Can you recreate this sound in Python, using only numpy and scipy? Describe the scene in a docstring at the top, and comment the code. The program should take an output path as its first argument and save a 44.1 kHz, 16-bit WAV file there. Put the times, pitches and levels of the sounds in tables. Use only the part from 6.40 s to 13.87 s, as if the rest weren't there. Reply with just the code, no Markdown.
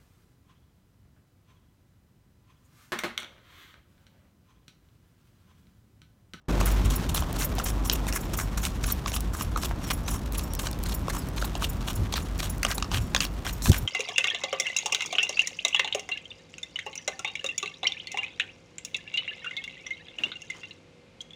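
"""A car drones along a gritty asphalt street, and a shod horse ambles beside it.
From the first step the shoes grind through grit and clack down heel and toe, ringing horn and iron;
loose stones tick back, and a tiny bell on the tack is shaken twice a step.
Soon gusts bump the microphone and harness buckles snap; later a small bird whistles far off.
The house fronts return a short echo, and the hardest gust comes near the end."""
import sys
import numpy as np
from scipy import signal
from scipy.fft import rfft, irfft, next_fast_len
from scipy.io import wavfile
from scipy.ndimage import uniform_filter1d

SR = 44100
rng = np.random.default_rng(int(sys.argv[2]) if len(sys.argv) > 2 else 0)


def store_wav(level_fs):
    """Save 16-bit WAV to argv[1]."""
    pcm = np.round(np.clip(np.atleast_2d(level_fs), -1, 1) * 32767)
    wavfile.write(sys.argv[1], SR, pcm.T.astype(np.int16))


N = 329427


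def from_db(db):
    """Decibels to amplitude ratio."""
    return 10 ** (np.asarray(db) / 20)


def rms_one(x):
    """Normalisation to unit power."""
    return x / np.sqrt(np.mean(x ** 2) + 1e-20)


def seconds(size):
    """A time axis."""
    return np.arange(size) / SR


def in_time(rows):
    """Linear interpolation of each column at every sample."""
    s, *columns = np.transpose(rows)
    return [np.interp(seconds(N), s, c) for c in columns]


def add(out, s, sound):
    """Superposition: a sound is mixed in at its time."""
    at = max(int(s * SR), 0)
    out[at:at + len(sound)] += sound[:max(N - at, 0)]


def cut(x, hz, kind, order=2):
    """Butterworth filter."""
    return signal.sosfilt(signal.butter(order, hz, kind, fs=SR, output="sos"), x)


def colour(x, spectrum):
    """Spectral shaping over log frequency, at unit power."""
    hz, db = np.transpose(spectrum)
    size = next_fast_len(len(x))
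    log_hz = np.log(np.fft.rfftfreq(size, 1 / SR) + 1)
    gain = from_db(np.interp(log_hz, np.log(hz), db, -80, -80))
    return rms_one(irfft(rfft(x, size) * gain, size)[:len(x)])


def drift(rate, size):
    """Random modulation: Gaussian values, `rate` a second, joined by lines."""
    steps = seconds(size) * rate
    count = int(steps[-1]) + 2
    return np.interp(steps, np.arange(count), rng.standard_normal(count))


def even(x, span_s):
    """Envelope flattening: division by the running RMS."""
    power = np.abs(uniform_filter1d(x ** 2, max(int(span_s * SR), 2)))
    return x / np.sqrt(power + 1e-12)


def grains(per_s, spread_db, size):
    """Shot noise: random clicks of uneven size."""
    sizes = from_db(spread_db * np.minimum(rng.exponential(1, size), 4)) * rng.choice([-1, 1], size)
    return sizes * (rng.random(size) < per_s / SR)


def ring(push, modes, detune, spread_db):
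    """Modal synthesis: a push rings damped resonators, each at a slightly random pitch and strength."""
    out = 0
    for hz, db, t60 in modes:
        r = from_db(-60 / (t60 * SR))
        w = 2 * np.pi * hz * np.exp(detune * rng.normal()) / SR
        gain = from_db(db + spread_db * rng.normal()) * rng.choice([-1, 1])
        out = out + gain * signal.lfilter([1, -np.cos(w)], [1, -2 * r * np.cos(w), r * r], push + 1e-18)
    return out


# relative levels of the rolling car: (time [s], cabin drone [dB], tyre roar [dB], street hiss [dB])
CAR_LEVELS = [(0.1, -28, -28, -41.5), (0.3, -31, -33.5, -40), (0.7, -25.5, -35.5, -43),
              (1.5, -32, -35.5, -46.5), (2.4, -28, -40, -47.5), (4.2, -29, -38, -50.5),
              (5.1, -29.5, -38.5, -48), (7.2, -31, -41.5, -50.5)]
# engine firing tone: (time [s], frequency [Hz], level [dB])
FIRING_TONE = [(0.1, 51.07, -24.5), (0.2, 48.37, -21), (0.5, 49.33, -20.5), (0.65, 48.55, -43),
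               (1.2, 49.62, -27), (2.3, 52, -33), (7.4, 47, -42)]
# spectra of the cabin and of tyres on asphalt: (frequency [Hz], relative density [dB])
CABIN_SPECTRUM = [(20, -46), (30, -16.5), (40, -5.5), (49, 2.5), (62, -6.5), (85, -8), (120, -19),
                  (170, -17), (300, -29)]
TYRE_SPECTRUM = [(76, -2), (130, -0.5), (291, -5), (462, -12.5), (846, -15), (1060, -14.5), (2090, -22),
                 (3530, -24), (4980, -29.5), (5620, -28), (10300, -38), (11100, -38), (14500, -38),
                 (16000, -50)]


def car(drone_db=-3, tyre_db=1, hiss_db=-1, harmonic_db=-13, split_hz=1200):
    """Cavity resonance: the cabin booms near the firing rate, over the rolling noise of the tyres."""
    drone, tyres, hiss = in_time(CAR_LEVELS)
    hz, engine_db = in_time(FIRING_TONE)
    phase = 2 * np.pi * np.cumsum(hz * (1 + 0.026 * drift(rate=9, size=N))) / SR
    engine = from_db(engine_db) * (np.sin(phase) + from_db(harmonic_db) * np.sin(2 * phase))
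    boom = from_db(drone + drone_db) * even(colour(rng.standard_normal(N), CABIN_SPECTRUM), span_s=0.16)
    rolling = colour(rng.standard_normal(N), TYRE_SPECTRUM)
    roar = from_db(tyres + tyre_db) * rms_one(cut(rolling, split_hz, "low"))
    crackle = colour(grains(per_s=12000, spread_db=6, size=N), TYRE_SPECTRUM)
    fizz = from_db(hiss + hiss_db) * rms_one(cut(crackle, split_hz, "high"))
    flicker = from_db(2.3 * drift(rate=66, size=N))
    return engine + boom + roar + fizz * flicker


# the amble lands two hooves in quick succession, and the jolt reaches the bell later; relative levels:
# (time [s], leading scuff [dB], trailing lag [s], trailing scuff [dB], bell lag [s], bell [dB])
GAIT = [(.198, -35.5, 0.062, -38, 0.058, -32), (.447, -38, 0.053, -37.5, 0.11, -34),
        (.688, -38.5, 0.063, -37, 0.056, -32), (0.951, -42.5, 0.054, -39.5, 0.094, -31),
        (1.185, -41, 0.068, -39, 0.053, -34.5), (1.445, -38.5, 0.074, -39.5, 0.082, -30),
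        (1.676, -36.5, 0.054, -37, 0.076, -37), (1.932, -39.5, 0.046, -37, 0.04, -37),
        (2.172, -37.5, .056, -38, 0.044, -47), (2.428, -40.5, 0.047, -39.5, 0.09, -27.5),
        (2.669, -42, 0.057, -38.5, 0.078, -36), (2.933, -40.5, 0.045, -43, 0.088, -38),
        (3.170, -39.5, 0.045, -39, 0.083, -43), (3.431, -44, 0.036, -50, 0.1, -38),
        (3.675, -36, 0.036, -40.5, 0.03, -40), (3.935, -40, 0.04, -45.5, 0.043, -35.5),
        (4.189, -35.5, 0.04, -42, 0.024, -45), (4.452, -40.5, 0.033, -42, 0.091, -36.5),
        (4.690, -35.5, 0.034, -38.5, 0.094, -43), (4.964, -40, 0.048, -39.5, 0.085, -41),
        (5.152, -53, 0.055, -32.5, 0.14, -40), (5.406, -47, .058, -35.5, .149, -43),
        (5.721, -35.5, 0.046, -46, 0.047, -44), (5.987, -34, 0.034, -37, 0.11, -38),
        (6.239, -43, .040, -35.5, .108, -39), (6.516, -40.5, 0.023, -40.5, 0.1, -54),
        (6.760, -42, .046, -35, 0.081, -42), (7.046, -40, 0.019, -39, 0.081, -43),
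        (7.257, -35, 0.07, -34.5, 0.12, -36.5)]
# fine sand on the road: (time [s], hiss relative to crunch [dB])
SAND_BALANCE = [(0.2, -4), (1.1, 0.5), (2.8, 0), (4.2, -2), (5.0, -6.5), (6.6, -4), (7.3, -5.5)]
# a toe drags over the road: (start [s], end [s], relative crunch [dB], relative hiss [dB])
TOE_DRAGS = [(0.985, 1.04, -43, -38), (3.502, 3.515, -27.5, -31.5), (5.752, 5.778, -33, -43),
             (6.534, 6.575, -33, -41.5), (7.22, 7.299, -41, -35)]


def slides(lead_s=0.018, trail_s=0.046):
    """Sliding contact, twice a step and in each drag: (start [s], end [s], crunch [dB], hiss [dB])."""
    rows = []
    for s, lead_db, lag, trail_db, _, _ in GAIT:
        sand_db = np.interp(s, *np.transpose(SAND_BALANCE))
        for start, length, crunch in (s, lead_s, lead_db), (s + lag, trail_s, trail_db):
            rows.append((start, start + length, crunch, crunch + sand_db))
    return rows + list(TOE_DRAGS)


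# spectra of cracking grit and of swept sand: (frequency [Hz], relative density [dB])
GRIT_SPECTRUM = [(300, -16), (650, -3), (1100, 5.5), (1900, 2.5), (3000, 4), (4200, 1.5), (6500, -17.5),
                 (9000, -49), (15000, -64)]
SAND_SPECTRUM = [(3000, -56), (5500, 11.5), (8000, 9.5), (10500, 5), (13000, 5.5), (16000, -2)]


def scuffs(rise_s=0.0015, fall_s=0.006, crunch_db=1, sand_db=1.5, stutter_db=9, patch_db=5):
    """Friction noise: the shoe stutters over the road, cracking coarse grit and sweeping fine sand."""
    out, t = np.zeros(N), seconds(size=6000)
    for start, end, crunch, hiss in slides():
        release = np.exp(-np.maximum(t - (end - start - rise_s), 0) / fall_s)
        slide = (1 - np.exp(-t / rise_s)) * release
        stutter = from_db(stutter_db * np.minimum(drift(rate=180.3, size=len(t)), 1))
        stutter /= np.sqrt(np.average(stutter ** 2, weights=slide ** 2))  # conserves the slide's energy
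        road_patch = [(hz, db + patch_db * rng.normal()) for hz, db in GRIT_SPECTRUM]
        grit = stutter * colour(grains(per_s=2200, spread_db=3.3, size=len(t)), road_patch)
        sand = np.sqrt(stutter) * colour(grains(per_s=8000, spread_db=3, size=len(t)), SAND_SPECTRUM)
        add(out, start, slide * (from_db(crunch + crunch_db) * grit + from_db(hiss + sand_db) * sand))
    return out


# loud clacks of a shod hoof, heel or toe:
# (time [s], relative iron clack [dB], relative horn knock [dB], horn pitch [Hz])
HARD_HOOF_STRIKES = [(0.2119, -19.5, -23, 1140), (0.7467, -17, -30, 1280), (0.7785, -19, -30, 1320),
                     (0.8228, -26, -29, 980), (1.0213, -19.5, -35, 1080), (1.1831, -23, -27.5, 770),
                     (1.1986, -23.5, -26, 1330), (1.3024, -26, -38, 1340), (1.4978, -6.5, -34, 1000),
                     (1.6678, -25, -31, 820), (1.7254, -18, -38, 1074), (2.2521, -14, -36, 1000),
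                     (2.441, -19, -32, 1270), (2.6602, -21.5, -25, 1040), (2.6797, -19, -42, 1062),
                     (2.7182, -24, -35, 859), (2.7633, -20.5, -31, 1260), (3.0097, -20.5, -27, 1107),
                     (3.1605, -28, -21, 1064), (3.2335, -20.5, -30, 1070), (3.3106, -39, -29, 1040),
                     (3.5027, -19.5, -29.5, 1018), (3.681, -20, -31.5, 1080), (3.9938, -23, -41, 1090),
                     (4.2698, -18, -32.5, 1330), (4.3301, -26.5, -51, 1346), (4.6819, -26.5, -23.5, 920),
                     (5.0245, -26.5, -24.5, 1050), (5.1528, -21, -28.5, 930), (5.222, -26, -25, 1080),
                     (5.7393, -15, -27.5, 944), (5.7774, -35, -30, 1230), (6.0422, -25.5, -45, 1030),
                     (6.2307, -12, -28, 1630), (6.2495, -9, -20.5, 1159), (6.3049, -23, -30, 958),
                     (6.314, -16, -39, 1280), (6.3807, -17, -28.5, 990), (6.4251, -14.5, -24, 1290),
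                     (6.5155, -21, -28.5, 990), (6.7478, -6.5, -20.5, 1012), (6.7633, -9.5, -24.5, 1350),
                     (6.8051, -8, -31, 1240), (6.8513, -18, -35, 1310), (7.0655, -19.5, -28.5, 1560),
                     (7.258, -15, -24, 1710), (7.3173, -13.5, -30, 723)]
HORN_HZ = 1037   # the horn's usual pitch


def contacts(soft_lag_s=0.0098, soft_clack_db=-36, soft_knock_db=-39.5, tap_lag_s=.016, tap_loss_db=13):
    """Impacts: every hoof lands softly; a weaker tap follows each hard strike. Columns as above."""
    soft = [(start + soft_lag_s, soft_clack_db, soft_knock_db, HORN_HZ)
            for s, _, lag, *_ in GAIT for start in (s, s + lag)]
    taps = [(s + tap_lag_s * rng.uniform(.75, 1.25), clack - tap_loss_db, knock - tap_loss_db, HORN_HZ)
            for s, clack, knock, _ in HARD_HOOF_STRIKES]
    return soft + list(HARD_HOOF_STRIKES) + taps


# modes of the hoof horn and of the iron shoe: (frequency [Hz], relative level [dB], T60 [s])
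HORN_MODES = [(430, -12, .009), (640, -7, .009), (860, -5, .009), (1050, 1, .012), (1270, -4, .008),
              (1680, -11, .005)]
SHOE_MODES = [(2800, 10, 0.0076), (3960, 6, 0.0046), (3910, 9, 0.0044), (5450, -35, 0.0017),
              (5680, 6, 0.0063), (8150, 0, 0.00085)]


def hoof_strikes(crush_s=0.0014, settle_s=0.0056, crack_db=-2, knock_db=-2.3, clack_db=-11.5):
    """Impact excitation: one contact, crushed stones and a short settling ring both horn and shoe."""
    out, t = np.zeros(N), seconds(size=2600)
    attack = t < .005
    crushing = 0.38 * np.exp(-t / crush_s) + 0.072 * np.exp(-t / settle_s)
    for s, clack, knock, pitch in contacts():
        push = rng.standard_normal(len(t)) * crushing
        push[0] += 1  # the contact impulse
        modes = [(hz * pitch / HORN_HZ, db, t60) for hz, db, t60 in HORN_MODES]
        horn = cut(ring(push, modes, detune=.06, spread_db=3), [280, 2000], "band")
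        shoe = rms_one(ring(push, SHOE_MODES, detune=.1, spread_db=3))
        crack = from_db(crack_db) * rms_one(cut(push, 6500, "low", order=3))  # stones have no pitch
        iron = cut(shoe + crack, 2400, "high")
        add(out, s, from_db(knock + knock_db) * horn / horn[attack].std())
        add(out, s, from_db(clack + clack_db) * iron / iron[attack].std())
    return out


def loose_grit(level_db=-57, tick_s=0.0033, low_hz=1300, top_hz=7000, scatter_s=0.17):
    """Decaying shot noise: stones kicked up by each scuff tick back on the road, ever more faintly."""
    scatter, t = np.zeros(N), seconds(size=14000)
    for _, end, _, _ in slides():
        add(scatter, end, np.exp(-t / scatter_s))
    stones = scatter * grains(per_s=80, spread_db=1.8, size=N)
    decays = signal.lfilter([1], [1, -np.exp(-1 / (tick_s * SR))], stones + 1e-18)
    ticks = cut(decays * rng.standard_normal(N), low_hz, "high", order=1)
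    return from_db(level_db) * rms_one(cut(ticks, top_hz, "low", order=1))


def shakes(swing_s=.056, mid_swing_s=.078, loss_db=10.5):
    """Forced oscillation: a hard and a weak shake at the swing's two ends: (time [s], level [dB])."""
    rows = []
    for s, *_, lag, db in GAIT:
        swing = swing_s if lag < mid_swing_s else -swing_s
        rows += [(s + lag, db), (s + lag + swing, db - loss_db)]
    return rows


def jingle(push, modes):
    """Resonance of small steel parts under a rattle; unit power at the loudest moment."""
    tone = cut(ring(push, modes, detune=.004, spread_db=2.2), 4500, "high")
    return tone / np.sqrt(uniform_filter1d(tone ** 2, size=660).max())


# modes of the bell and of the steel links it hangs from: (frequency [Hz], relative level [dB], T60 [s])
BELL_MODES = [(11000, -0.5, 0.059), (14040, 1, 0.014), (13200, -26, .02), (14500, 3.5, 0.027),
              (15360, -15, 0.018), (15200, -27, 0.014)]
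LINK_MODES = [(5554, 8, 0.043), (6770, 7, .022), (7110, 13.5, 0.01), (7870, 3, 0.016), (7890, 4.5, 0.028),
              (8670, 5, 0.019)]


def bell(peak_s=0.0088, rattle_s=0.0033, tremble_db=-54, gain_db=2, links_db=-29, links_share=0.37):
    """Repeated impacts: the pellet skitters round the shell, then trembles on; the links chink along."""
    out, t = np.zeros(N), seconds(size=10000)
    swell = np.exp(-.5 * ((t - peak_s) / rattle_s) ** 2)
    for s, db in shakes():
        tremble = np.exp(-t / .045) * from_db(3 * drift(rate=60, size=len(t)))
        tremble *= min(from_db(tremble_db - db), .5)  # its loudness hardly depends on the shake
        push = grains(per_s=3500, spread_db=2.5, size=len(t)) * (swell + tremble)
        links = from_db(links_db + links_share * db) * jingle(push, LINK_MODES)
        shell = from_db(db + gain_db) * jingle(push, BELL_MODES)
        add(out, s - peak_s / 2, shell + links)
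    return out


# gusts on the microphone: (time [s], half length [s], level [dB])
WIND_GUSTS = [(0.45, 0.032, -26), (5.612, 0.031, -24), (6.582, 0.05, -27.5), (7.301, 0.012, -9.5),
              (7.444, 0.012, -29)]
# spectrum of the turbulence: (frequency [Hz], relative density [dB])
GUST_SPECTRUM = [(25, -20), (50, -5), (75, 0), (115, 0), (165, -15), (240, -11), (330, -19), (500, -28),
                 (900, -45)]


def wind(brighten=0.42):
    """Turbulent pressure at the microphone port; only a hard gust reaches far above the bass."""
    swell = sum(from_db(db) * np.exp(-.5 * ((seconds(N) - s) / half) ** 2) for s, half, db in WIND_GUSTS)
    lumps = even(colour(rng.standard_normal(N), GUST_SPECTRUM), span_s=0.021)
    bass = colour(lumps, spectrum=[(20, 0), (120, 0), (300, -24), (1000, -50)])
    force = (swell / swell.max()) ** brighten
    return swell * ((1 - force) * bass + force * lumps)


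# harness buckles snap: (time [s], level [dB])
BUCKLE_SNAPS = [(0.9278, -26), (1.1528, -31), (2.806, -21.5), (3.923, -27.5), (4.1354, -22.5),
                (4.151, -23.5), (4.4305, -33), (4.437, -22.5)]


def buckles(decay_s=0.0016, low_hz=4500, faint_db=-35, faint_count=24):
    """Broadband transients: tiny bright snaps of the harness, with fainter ones at random times."""
    out, t = np.zeros(N), seconds(size=400)
    faint = [(rng.random() * N / SR, faint_db + 3 * rng.normal()) for _ in range(faint_count)]
    for s, db in list(BUCKLE_SNAPS) + faint:
        add(out, s, from_db(db) * rng.standard_normal(len(t)) * np.exp(-t / decay_s))
    return cut(out, low_hz, "high", order=1)


# bird calls: (time [s], length [s], start pitch [Hz], middle pitch [Hz], end pitch [Hz], level [dB])
WHISTLES = [(2.41, .07, 5400, 6200, 5700, -51), (2.65, .075, 6300, 6800, 5500, -49),
            (3.425, .07, 5550, 5600, 5250, -46), (3.64, .08, 5500, 6100, 5200, -47),
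            (4.10, .04, 5400, 5700, 5400, -46), (4.145, .04, 5700, 5650, 4800, -46),
            (4.76, .085, 5000, 5250, 4100, -48), (4.96, .07, 5600, 6600, 6100, -51)]


def bird():
    """Frequency modulation: each thin whistle follows an arch and flutters in pitch and level."""
    out = np.zeros(N)
    for s, length, first, middle, last, db in WHISTLES:
        size = int(length * SR)
        progress = np.linspace(0, 1, size)
        hz = np.polyval(np.polyfit([0, .5, 1], [first, middle, last], 2), progress)
        hz *= 1 + .022 * drift(rate=90, size=size) + .014 * drift(rate=700, size=size)
        envelope = np.sqrt(np.abs(np.sin(np.pi * progress)))
        level = from_db(db + 3 * drift(rate=150, size=size)) * envelope
        add(out, s, level * np.sin(2 * np.pi * np.cumsum(hz) / SR))
    return out


def street(x, tail_db=-14, t60=.16, dull_hz=7000):
    """Reverberation: road and house fronts scatter back a thin, short tail."""
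    t = seconds(size=20000)
    echo = rng.standard_normal(len(t)) * from_db(-60 * t / t60)
    echo *= from_db(tail_db) / np.linalg.norm(echo)
    return x + cut(signal.fftconvolve(x, echo)[:N], dull_hz, "low", order=1)


def scene():
    """Superposition: horse and bird in the street, car and wind at the microphone."""
    horse = hoof_strikes() + scuffs() + loose_grit() + bell() + buckles()
    return (street(horse + bird()) + car() + wind())[None]


def record(dry, start_s=0.082, cutoff_hz=16000):
    """Saturation and band limiting: the microphone opens, peaks are rounded and the top is cut."""
    opened = np.clip((seconds(N) - start_s) / .004, .01, 1)
    low_pass = signal.ellip(10, .2, 70, cutoff_hz, fs=SR, output="sos")
    return signal.sosfilt(low_pass, np.tanh(dry * opened))


dry = scene()
out = record(dry)
store_wav(out)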